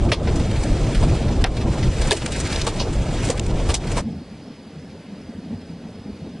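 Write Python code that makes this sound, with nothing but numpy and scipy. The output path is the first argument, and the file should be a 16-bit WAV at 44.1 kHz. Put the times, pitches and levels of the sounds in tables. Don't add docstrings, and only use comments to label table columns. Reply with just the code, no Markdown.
import sys
import numpy as np
from scipy import signal
from scipy.fft import rfft, irfft
from scipy.io import wavfile
from scipy.ndimage import uniform_filter1d, minimum_filter1d

SR = 44100
rng = np.random.default_rng(int(sys.argv[2]) if len(sys.argv) > 2 else 0)


def transcribe(u):
    v = np.clip(np.atleast_2d(u).T, -1, 1)
    q = np.round(v * 32767).astype(np.int16)
    wavfile.write(sys.argv[1], SR, q)


def decibels_to_gain(level_db):
    exponent = np.asarray(level_db, float) / 20
    return 10 ** exponent


N = 282240

# frequency_hz [Hz], density_db [dB per Hz]
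NEAR_SPECTRUM = [(12, -36.5), (20, 6), (54, 4), (156, -8.5), (264, -14.5), (326, -12), (613, -16),
                 (1070, -26), (1950, -32), (2230, -30.5), (7870, -39), (8980, -41.5), (10800, -45.5),
                 (14000, -90), (22000, -120)]
# time_s [s], force_db [dB], dust_db [dB]
NEAR_GALE = [(0.0, 0, -43.5), (0.3, 4.5, -40), (0.55, -0.5, -38), (1.1, 2, -37), (1.4, 4, -42),
             (1.65, 1, -40.5), (1.95, -2, -37.5), (2.12, 2, -32), (2.3, -1, -35.5), (2.5, -3, -32),
             (2.7, -1.5, -38), (2.95, -1.5, -41), (3.27, 0, -34.5), (3.5, 3, -40), (3.72, -2, -39),
             (4.0, 0.5, -37)]
# centre_s [s], lift_db [dB], length_s [s]
PORT_SLAMS = [(0.02, 9.5, 0.22), (0.21, 4, .08), (0.32, 4, 0.38), (0.5, 7, 0.11), (0.58, 13, .13),
              (0.72, 11, 0.082), (0.79, 5, .07), (0.84, 5, 0.1), (1.02, 11.5, 0.26), (1.14, 5.5, 0.13),
              (1.39, 9.5, 0.14), (1.5, 12, 0.12), (1.68, 7.5, 0.21), (1.86, 12.5, 0.22), (1.94, 8, .08),
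              (2.03, 9, 0.24), (2.33, 11.5, 0.078), (2.43, 10.5, 0.1), (2.6, 5, .2), (2.8, 4.5, 0.21),
              (2.9, 6, 0.11), (2.99, 12.5, 0.087), (3.2, 3.5, 0.2), (3.37, 4.5, 0.16), (3.51, 5, 0.4),
              (3.68, 8, 0.21), (3.79, 14, 0.11), (3.94, 5.5, 0.19), (4.0, 8.5, 0.079)]
# centre_s [s], lift_db [dB], length_s [s]
BODY_ROLLS = [(0.08, 7, .15), (0.17, 3, 0.085), (0.44, 2.5, 0.27), (0.72, 6, 0.13), (0.87, 2.5, 0.29),
              (0.98, -4, 0.085), (1.06, 7, 0.14), (1.13, 6, 0.048), (1.18, -8.5, 0.05), (1.23, 2, 0.12),
              (1.36, -1, 0.22), (1.5, -2, 0.11), (1.67, 5, .14), (1.78, 4.5, 0.063), (1.85, 7, 0.2),
              (1.96, -2.5, .1), (2.07, -1, 0.12), (2.27, -1.5, .1), (2.44, 1.5, 0.086), (2.52, 2, 0.088),
              (2.6, -3, 0.067), (2.66, 0, 0.11), (2.73, -2, .14), (2.92, 1, 0.2), (3.05, 3, 0.13),
              (3.29, 5, 0.096), (3.55, 0.5, .12), (3.69, 2, 0.11), (3.94, 2, 0.089)]


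def near_storm():
    force_db, dust_db = in_time(NEAR_GALE)
    rolls_db = eddies(BODY_ROLLS)
    duck_db = ducking(attack_s=.02, release_s=.065)
    port_duck_db = 1.3 * ducking(attack_s=.006, release_s=.08)

    buffet_db = -27 + force_db + eddies(PORT_SLAMS) + port_duck_db
    rumble_db = -24 + force_db + rolls_db + duck_db
    roar_db = -30.5 + .6 * force_db + .43 * rolls_db + .14 * (dust_db + 38.5) + .7 * duck_db
    grit_db = dust_db + 1.15 * duck_db + 1.5

    buffet = decibels_to_gain(buffet_db) * wind(NEAR_SPECTRUM, 22, 80, 1.6, 18.0, .6, 5.2)
    rumble = decibels_to_gain(rumble_db) * wind(NEAR_SPECTRUM, 84, 310, .96, 5.1, .55, 11.0)
    roar = decibels_to_gain(roar_db) * wind(NEAR_SPECTRUM, 275, 1325, 2.2, 8.4, 1.3, 24.0)
    grit = decibels_to_gain(grit_db) * wind(NEAR_SPECTRUM, 1350, 11000, 1.7, 22.0, 1.3, 25.0)
    return buffet + rumble + roar + grit


# start_s [s], depth_db [dB]
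GAIN_DIPS = [
    (0.119, 9.5),
    (1.442, 8),
    (2.109, 11),
    (2.261, 1.5),
    (2.669, 1.5),
    (2.798, 0.5),
    (3.299, 8),
    (3.395, 2.5),
    (3.743, 9),
]


def ducking(attack_s, release_s):
    start_s, depth_db = np.transpose(GAIN_DIPS)
    after = np.maximum(np.arange(N) / SR - start_s[:, None], 0)
    dip = (1 - np.exp(-after / attack_s)) * np.exp(-after / release_s)
    return -depth_db @ dip / dip.max()


# start_s [s], peak_db [dB], pitch_hz [Hz], length_s [s]
DOOR_KNOCKS = [(0.271, -21, 399, 0.036), (1.034, -13.5, 672, 0.026), (1.448, -13.5, 742, 0.016),
               (2.1135, -13, 896, 0.014), (2.116, -11, 1700, 0.014), (2.131, -12, 636, 0.022),
               (2.14, -17, 418, .02), (2.121, -4.5, 418, 0.018), (3.298, -6.5, 512, 0.018),
               (3.697, -45, 633, 0.013), (3.98, -13, 981, 0.021)]


def door_knocks():
    return decibels_to_gain(-2.5) * swells(DOOR_KNOCKS)


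# start_s [s], peak_db [dB], thud_db [dB], splinter_db [dB], crack_hz [Hz]
STONE_CRACKS = [
    (0.1172, -16, 1, -18.5, 2090),
    (2.6654, -23.5, 6, -2, 2390),
    (3.298, -23, 1, -3, 1800),
]
GRAIN_TICKS = [
    (0.118, -8.5, -12, -21.5, 1950),
    (2.261, -16.5, -10, -8, 1600),
    (2.5594, -19, -6.5, -11, 4200),
    (2.6147, -15, -13.5, -14.5, 5060),
]
TWIG_SNAPS = [
    (1.441, -8, -12, -13.5, 2040),
    (3.3958, -22.5, -4.5, -1, 2580),
]
HARD_CLODS = [
    (2.109, -10.5, -0.5, -3.5, 3580),
    (2.796, -20, -3, -17, 4130),
    (3.7400, -19, -5.5, -0.5, 3380),
]
DULL_SCUFFS = [
    (0.2712, -27, 6, -27, 1600),
    (1.0256, -27, 6.5, -8, 1600),
    (1.447, -25, 1, -33, 800),
    (2.137, -30.5, 2.5, -7.5, 1900),
    (2.1639, -29, -8, -2, 1870),
    (2.318, -29, -9, -3, 2260),
    (2.9273, -36.5, -11.5, -0.5, 1600),
    (3.247, -34.5, 1, 3.5, 2070),
]
GRAVEL_SPRAYS = [
    (3.687, -19.5, 4, -6.5, 1900),
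    (3.966, -23, 7, -4, 1740),
]
# start_s [s], peak_db [dB], thud_db [dB], splinter_db [dB]
SMALL_SPATTER = [(0.357, -31.5, -16, -1.5), (0.396, -30, 1.5, -8.5), (0.633, -27, -5, -4),
                 (0.947, -21, -11, -13.5), (1.1092, -32.5, -1, -19), (1.22, -29.5, -9, -21),
                 (1.281, -26.5, -8.5, -19), (1.5674, -25, -5, -12), (1.6102, -27.5, 0, -16),
                 (1.7801, -36, -3, -18), (1.8275, -21.5, -5, -21), (2.0136, -23.5, 2.5, -4.5),
                 (2.0708, -35, 8.5, 2.5), (2.2185, -31, 5, -15), (2.361, -26.5, -5.5, -7),
                 (2.3993, -30, -10.5, 3), (2.5241, -20, -2, -11), (2.759, -29.5, -0.5, -11),
                 (3.3737, -28, -10, -10), (3.8707, -27.5, -5.5, -12), (3.9154, -29.5, -17, -1.5)]


def blows():
    hits = [(*r, .024) for r in STONE_CRACKS]
    hits += [(*r, .0065) for r in GRAIN_TICKS]
    hits += [(*r, .0035) for r in TWIG_SNAPS]
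    hits += [(*r, 1700, .016) for r in SMALL_SPATTER]
    hits += [(*r, .025) for r in DULL_SCUFFS]
    hits += [(*r, .009 - .01 * (r[1] + 18)) for r in HARD_CLODS]
    return [(*r, .05) for r in hits] + [(*r, .026, .25) for r in GRAVEL_SPRAYS]


# start_s [s], peak_db [dB], thud_db [dB], splinter_db [dB], crack_hz [Hz]
FLYING_SHARDS = [(0.1245, -20, -4.5, -10.5, 2580), (0.1325, -20.5, -3.5, -12.5, 2300),
                 (0.146, -28.5, -2.5, -11, 1990), (0.512, -29.5, -7, -8, 2520), (1.0373, -25, 2, -10, 1900),
                 (1.4435, -13, -7.5, -31, 1050), (2.1095, -13.5, -2.5, -8, 1740),
                 (2.116, -12, -3.5, -6.5, 2100), (2.123, -16, -2.5, -5.5, 2110),
                 (2.129, -20.5, 1, -4, 1910), (2.471, -29.5, -13, -1, 3000), (2.675, -22.5, 1, -6.5, 1790),
                 (3.288, -26, -0.5, -4, 1800), (3.3013, -26, -4, 2.5, 3000), (3.51, -30.5, -5, -14.5, 2610),
                 (3.702, -25, -1, -2.5, 2600), (3.7435, -21.5, -14, -6, 3130), (3.464, -31, -15, -1, 1700)]


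def shards():
    return debris([(*r, .0062, .05) for r in FLYING_SHARDS])


# mode_hz [Hz], width_hz [Hz], level_db [dB]
PANEL_MODES = [
    (462, 42, -0.5),
    (932, 170, -8),
]


def debris(hits):
    out = np.zeros(N)
    t = np.arange(round(.2 * SR)) / SR
    for s, peak_db, thud_db, splinter_db, crack_hz, length, rise_share in sorted(hits):
        grains = rms_one(rng.standard_normal(len(t)) * decibels_to_gain(2.4 * rng.exponential(1, len(t))))
        grains[:40] += 1.2 * np.hanning(40) * np.sign(grains[:40])

        length = np.clip(length, .002, .06)
        rise = 1 - np.exp(-t / (abs(rise_share) * length))
        crumbs = decibels_to_gain(-22.0) * np.exp(-t / (3.0 * length))
        burst = grains * rise * (np.exp(-(t / length) ** 2.4) + crumbs)
        sharp = grains * rise * np.exp(-(t / ((.75 + rise_share) * length)) ** 1.8)

        centre_hz = max(crack_hz, 1600)
        crack = decibels_to_gain(.5) * band(burst, .6 * centre_hz, 1.51 * centre_hz) + band(burst, 1100, 6300)
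        crack = band(crack, 780, min(3.6 * crack_hz, 6500))
        thud = band(burst, 334, 1493)
        ringing = sum(decibels_to_gain(db) * band(thud, hz - width / 2, hz + width / 2) for hz, width, db in PANEL_MODES)
        thud = thud + ringing
        splinters = band(band(sharp, 5000, 9200), 3500, 10200)

        hit = decibels_to_gain(-1.0) * crack + decibels_to_gain(thud_db + 8.5) * thud + decibels_to_gain(splinter_db + 9) * splinters
        at = round(s * SR)
        out[at:at + len(t)] += decibels_to_gain(peak_db) * hit
    return out


# frequency_hz [Hz], density_db [dB per Hz]
FAR_SPECTRUM = [(12, -57), (20, -50.5), (86, -18), (124, -26), (209, -3), (288, -10), (340, -20.5),
                (445, -18.5), (526, -22.5), (699, -26), (1100, -36.5), (1430, -67), (2420, -120)]
# frequency_hz [Hz], density_db [dB per Hz]
HISS_SPECTRUM = [(900, -0.5), (1200, -4), (1500, -2.5), (2500, -3.5), (4000, -6.5), (5150, -6.5),
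                 (5600, -15), (6200, -11), (7200, -18.5), (7800, -14.5), (8800, -23), (9800, -15.5),
                 (10800, -19), (12000, -35)]
# time_s [s], force_db [dB]
FAR_BREEZE = [
    (4.02, 6.5),
    (4.17, 7),
    (4.24, -1.5),
    (4.6, -4),
    (5.0, -3),
    (5.3, 2.5),
    (5.55, 1),
    (5.65, -0.5),
    (6.4, 1),
]
# centre_s [s], lift_db [dB], length_s [s]
AIR_LUMPS = [(4.08, 8.5, 0.13), (4.18, 5.5, .08), (4.32, 4.5, 0.27), (4.38, 4, .08), (4.47, 5, 0.12),
             (4.78, 8.5, 0.18), (4.88, 8, 0.098), (4.97, 1, .07), (5.24, -1, .1), (5.32, -10, .08),
             (5.4, 2.5, .1), (5.53, 9, 0.17), (5.7, 9, .16), (5.91, 5.5, .1), (6.0, 7.5, .07),
             (6.14, 4.5, .12), (6.24, 2, .1), (6.38, 5, .1)]
# centre_s [s], lift_db [dB], length_s [s]
AIR_FLURRIES = [(4.09, 3, 0.08), (4.48, 4.5, 0.073), (4.76, 1, .08), (4.95, 4.5, 0.076), (5.15, 1.5, 0.14),
                (5.33, 1, .1), (5.53, 6.8, 0.071), (5.72, 1, .1), (5.87, 4.5, 0.11), (6.09, 5.5, 0.1),
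                (6.27, 5.1, 0.085), (6.35, 1.7, .06)]
# start_s [s], peak_db [dB], pitch_hz [Hz], length_s [s]
CAVITY_PUFFS = [(4.041, -16.5, 222, 0.07), (4.141, -28.5, 150, 0.03), (4.169, -28, 187, 0.026),
                (4.451, -31, 250, 0.02), (4.766, -50, 175, 0.027), (5.118, -24.5, 190, 0.04),
                (5.291, -20.5, 231, 0.035), (5.378, -20.5, 200, 0.037), (5.435, -27, 240, 0.029),
                (5.497, -22.5, 206, 0.038), (5.522, -18.5, 233, 0.036), (5.689, -30, 253, 0.036),
                (5.853, -24, 204, 0.024), (6.074, -24, 210, 0.053), (6.22, -21, 163, 0.034)]


def far_wind():
    (force_db,) = in_time(FAR_BREEZE)
    flurry_db = eddies(AIR_FLURRIES)
    thump_db = -43 + force_db + eddies(AIR_LUMPS)
    cavity_db = -40 + .8 * force_db + flurry_db
    roar_db = -45.5 + .29 * force_db + flurry_db

    thump = decibels_to_gain(thump_db) * wind(FAR_SPECTRUM, 24, 154.2, 2.9, 6.2, 2.6, 4.7)
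    cavity = decibels_to_gain(cavity_db) * wind(FAR_SPECTRUM, 180, 332, 3.9, 62.0, 1.8, 37.0)
    roar = decibels_to_gain(roar_db) * wind(FAR_SPECTRUM, 324, 1160, .41, 24.0, 1.6, 60.0)
    hiss = decibels_to_gain(-51.5) * wind(HISS_SPECTRUM, 860, 16000, .28, 11.0, 1.0, 10.0)
    return thump + cavity + swells(CAVITY_PUFFS) + roar + hiss


# start_s [s], top_hz of the pitch arch [Hz], level_db [dB]
BIRD_PHRASES = [
    (4.04, 5300, -54),
    (4.415, 5400, -53),
    (4.795, 5250, -53),
    (5.15, 5100, -53),
    (5.55, 5200, -52.5),
    (5.93, 5200, -52.5),
    (6.31, 5200, -53),
]
# time_s into the phrase [s], pitch_share of top_hz [ratio]
PITCH_ARCH = [
    (0, .98),
    (.06, 1.02),
    (.11, 1.01),
    (.16, .93),
    (.26, .89),
    (.33, .88),
]


def bird():
    out = np.zeros(N + SR)
    t = np.arange(round(.019 * SR)) / SR
    fall = 1.05 - .11 * t / t[-1]
    spacing_s = .0195
    for s, top_hz, level_db in BIRD_PHRASES:
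        for k, (detune, accent) in enumerate(rng.standard_normal((16, 2))):
            weak = 1 - k % 2
            arch_hz = top_hz * np.interp(spacing_s * k, *np.transpose(PITCH_ARCH))
            hz = arch_hz * (1 + .02 * detune - .04 * weak) * fall
            note = np.hanning(len(t)) * np.sin(2 * np.pi * np.cumsum(hz) / SR)
            note_db = level_db + 1 - 2.5 * weak - .3 * k + 1.8 * accent - .5
            at = round((s + spacing_s * k) * SR)
            out[at:at + len(t)] += decibels_to_gain(note_db) * note
    return out[:N]


def wind(colour, low_hz, high_hz, gust_db, gust_rate, patch_db, patch_rate):
    hz = np.arange(N // 2 + 1) * SR / N + 1
    points = np.array(colour)
    colour_db = np.interp(np.log(hz), np.log(points[:, 0]), points[:, 1])
    spectrum = rfft(rng.standard_normal(N)) * decibels_to_gain(colour_db)
    count = int(np.ceil(2 * np.log2(high_hz / low_hz)))
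    place = np.log(hz / low_hz) / np.log(high_hz / low_hz) * count
    gust = gust_db * drift(gust_rate)
    out = 0
    for k in range(count + 1):
        share = np.cos(np.pi / 2 * np.clip(place - k, -1, 1)) ** 2
        share = share * (.7 if k in (0, count) else 1)
        out = out + irfft(spectrum * share, N) * decibels_to_gain(gust + patch_db * drift(patch_rate))
    out = out / (uniform_filter1d(out ** 2, size=5000) + 1e-20) ** .3
    return rms_one(out)


def eddies(table):
    t = np.arange(N) / SR
    total_db = 0
    for s, lift_db, length in table:
        total_db = total_db + lift_db * np.cos(np.pi * np.clip((t - s) / length, -.5, .5)) ** 2
    return total_db


def swells(table):
    out = np.zeros(N)
    for s, peak_db, hz, length in table:
        t = np.arange(round(np.clip(length, .01, .1) * SR)) / SR
        at = round((s - .006) * SR)
        out[at:at + len(t)] += decibels_to_gain(peak_db - 4.0) * np.hanning(len(t)) * np.sin(2 * np.pi * hz * t)
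    return out


def drift(rate):
    r = np.exp(-80 * np.pi * rate / SR)
    slow = signal.lfilter([1], [1, -2 * r, r * r], rng.standard_normal(N // 40 + 2002))[2000:]
    return np.interp(np.arange(N) / 40, np.arange(len(slow)), rms_one(slow))


def in_time(rows):
    s, *columns = np.transpose(rows)
    return [np.interp(np.arange(N) / SR, s, c) for c in columns]


def band(x, low_hz, high_hz):
    return signal.sosfilt(signal.butter(2, [low_hz, high_hz], "band", fs=SR, output="sos"), x)


def rms_one(x):
    return x / np.sqrt(np.mean(x ** 2) + 1e-20)


def scene():
    far = np.clip((np.arange(N) / SR - 4.004) / .014, 0, 1)
    near_sound = near_storm() + debris(blows()) + door_knocks()
    far_sound = far_wind() + bird()
    mono = (1 - far) * near_sound + far * far_sound + shards()
    return np.stack([mono, mono])


def coarse_rounding(mid, side, size, spread, mid_db, narrow_db):
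    n = np.arange(2 * size)
    k = np.arange(size * 99 // 200)
    window = np.sin(np.pi * (n + .5) / (2 * size))
    basis = window[:, None] * np.cos(np.pi / size * np.outer(n + .5 + size / 2, k + .5))
    frames = np.arange(N // size + 2)[:, None] * size + n
    lines = np.pad([mid, side], ((0, 0), (size, 3 * size)))[:, frames] @ basis

    level = uniform_filter1d(np.log(abs(lines[0]) + 1e-7), size=130, axis=1)
    level = -minimum_filter1d(-level, size=spread, axis=0, origin=spread // 4)
    octaves = np.log2((k + .5) * SR / (2 * size) / 3600)
    top_db = 2.5 * (octaves > 1.47)
    mid_tilt_db = 2.4 * np.maximum(octaves, 0) + np.minimum(octaves + .5, 0) + 2 * np.minimum(octaves + 2.2, 0)
    mid_step_db = mid_db + mid_tilt_db + top_db
    side_step_db = 5 - narrow_db * np.minimum(octaves - .2, 0) + top_db
    step = np.exp(level) * decibels_to_gain(np.array([mid_step_db, side_step_db]))[:, None]

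    rounded = np.sign(lines) * np.floor(abs(lines) / step + .42) * step
    blocks = rounded @ basis.T * 2 / size
    out = np.zeros((2, N + 4 * size))
    out[:, frames[:, :size]] += blocks[:, :, :size]
    out[:, frames[:, size:]] += blocks[:, :, size:]
    return out[:, size:size + N]


def band_limit(x):
    return signal.sosfilt(signal.butter(12, 11950, fs=SR, output="sos"), x)


def record(dry):
    mono = .56 * np.tanh(dry[0] / .56)
    late = np.concatenate([[0], mono[:-1]])
    mid = (late + mono) / 2
    side = (late - mono) / 2

    bright = uniform_filter1d(side ** 2, size=128) + 1e-12
    attack = bright > 18 * uniform_filter1d(np.roll(bright, 500), size=800)
    short = np.clip(uniform_filter1d(attack * 1., size=1400) * 40, 0, 1)
    steady = coarse_rounding(mid, side, size=1152, spread=1, mid_db=6.5, narrow_db=8)
    sudden = coarse_rounding(mid, side, size=192, spread=5, mid_db=-6.5, narrow_db=1.2)
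    mid, side = (1 - short) * steady + short * sudden
    return band_limit(np.stack([mid + side, mid - side]))


dry = scene()
out = record(dry)
transcribe(out)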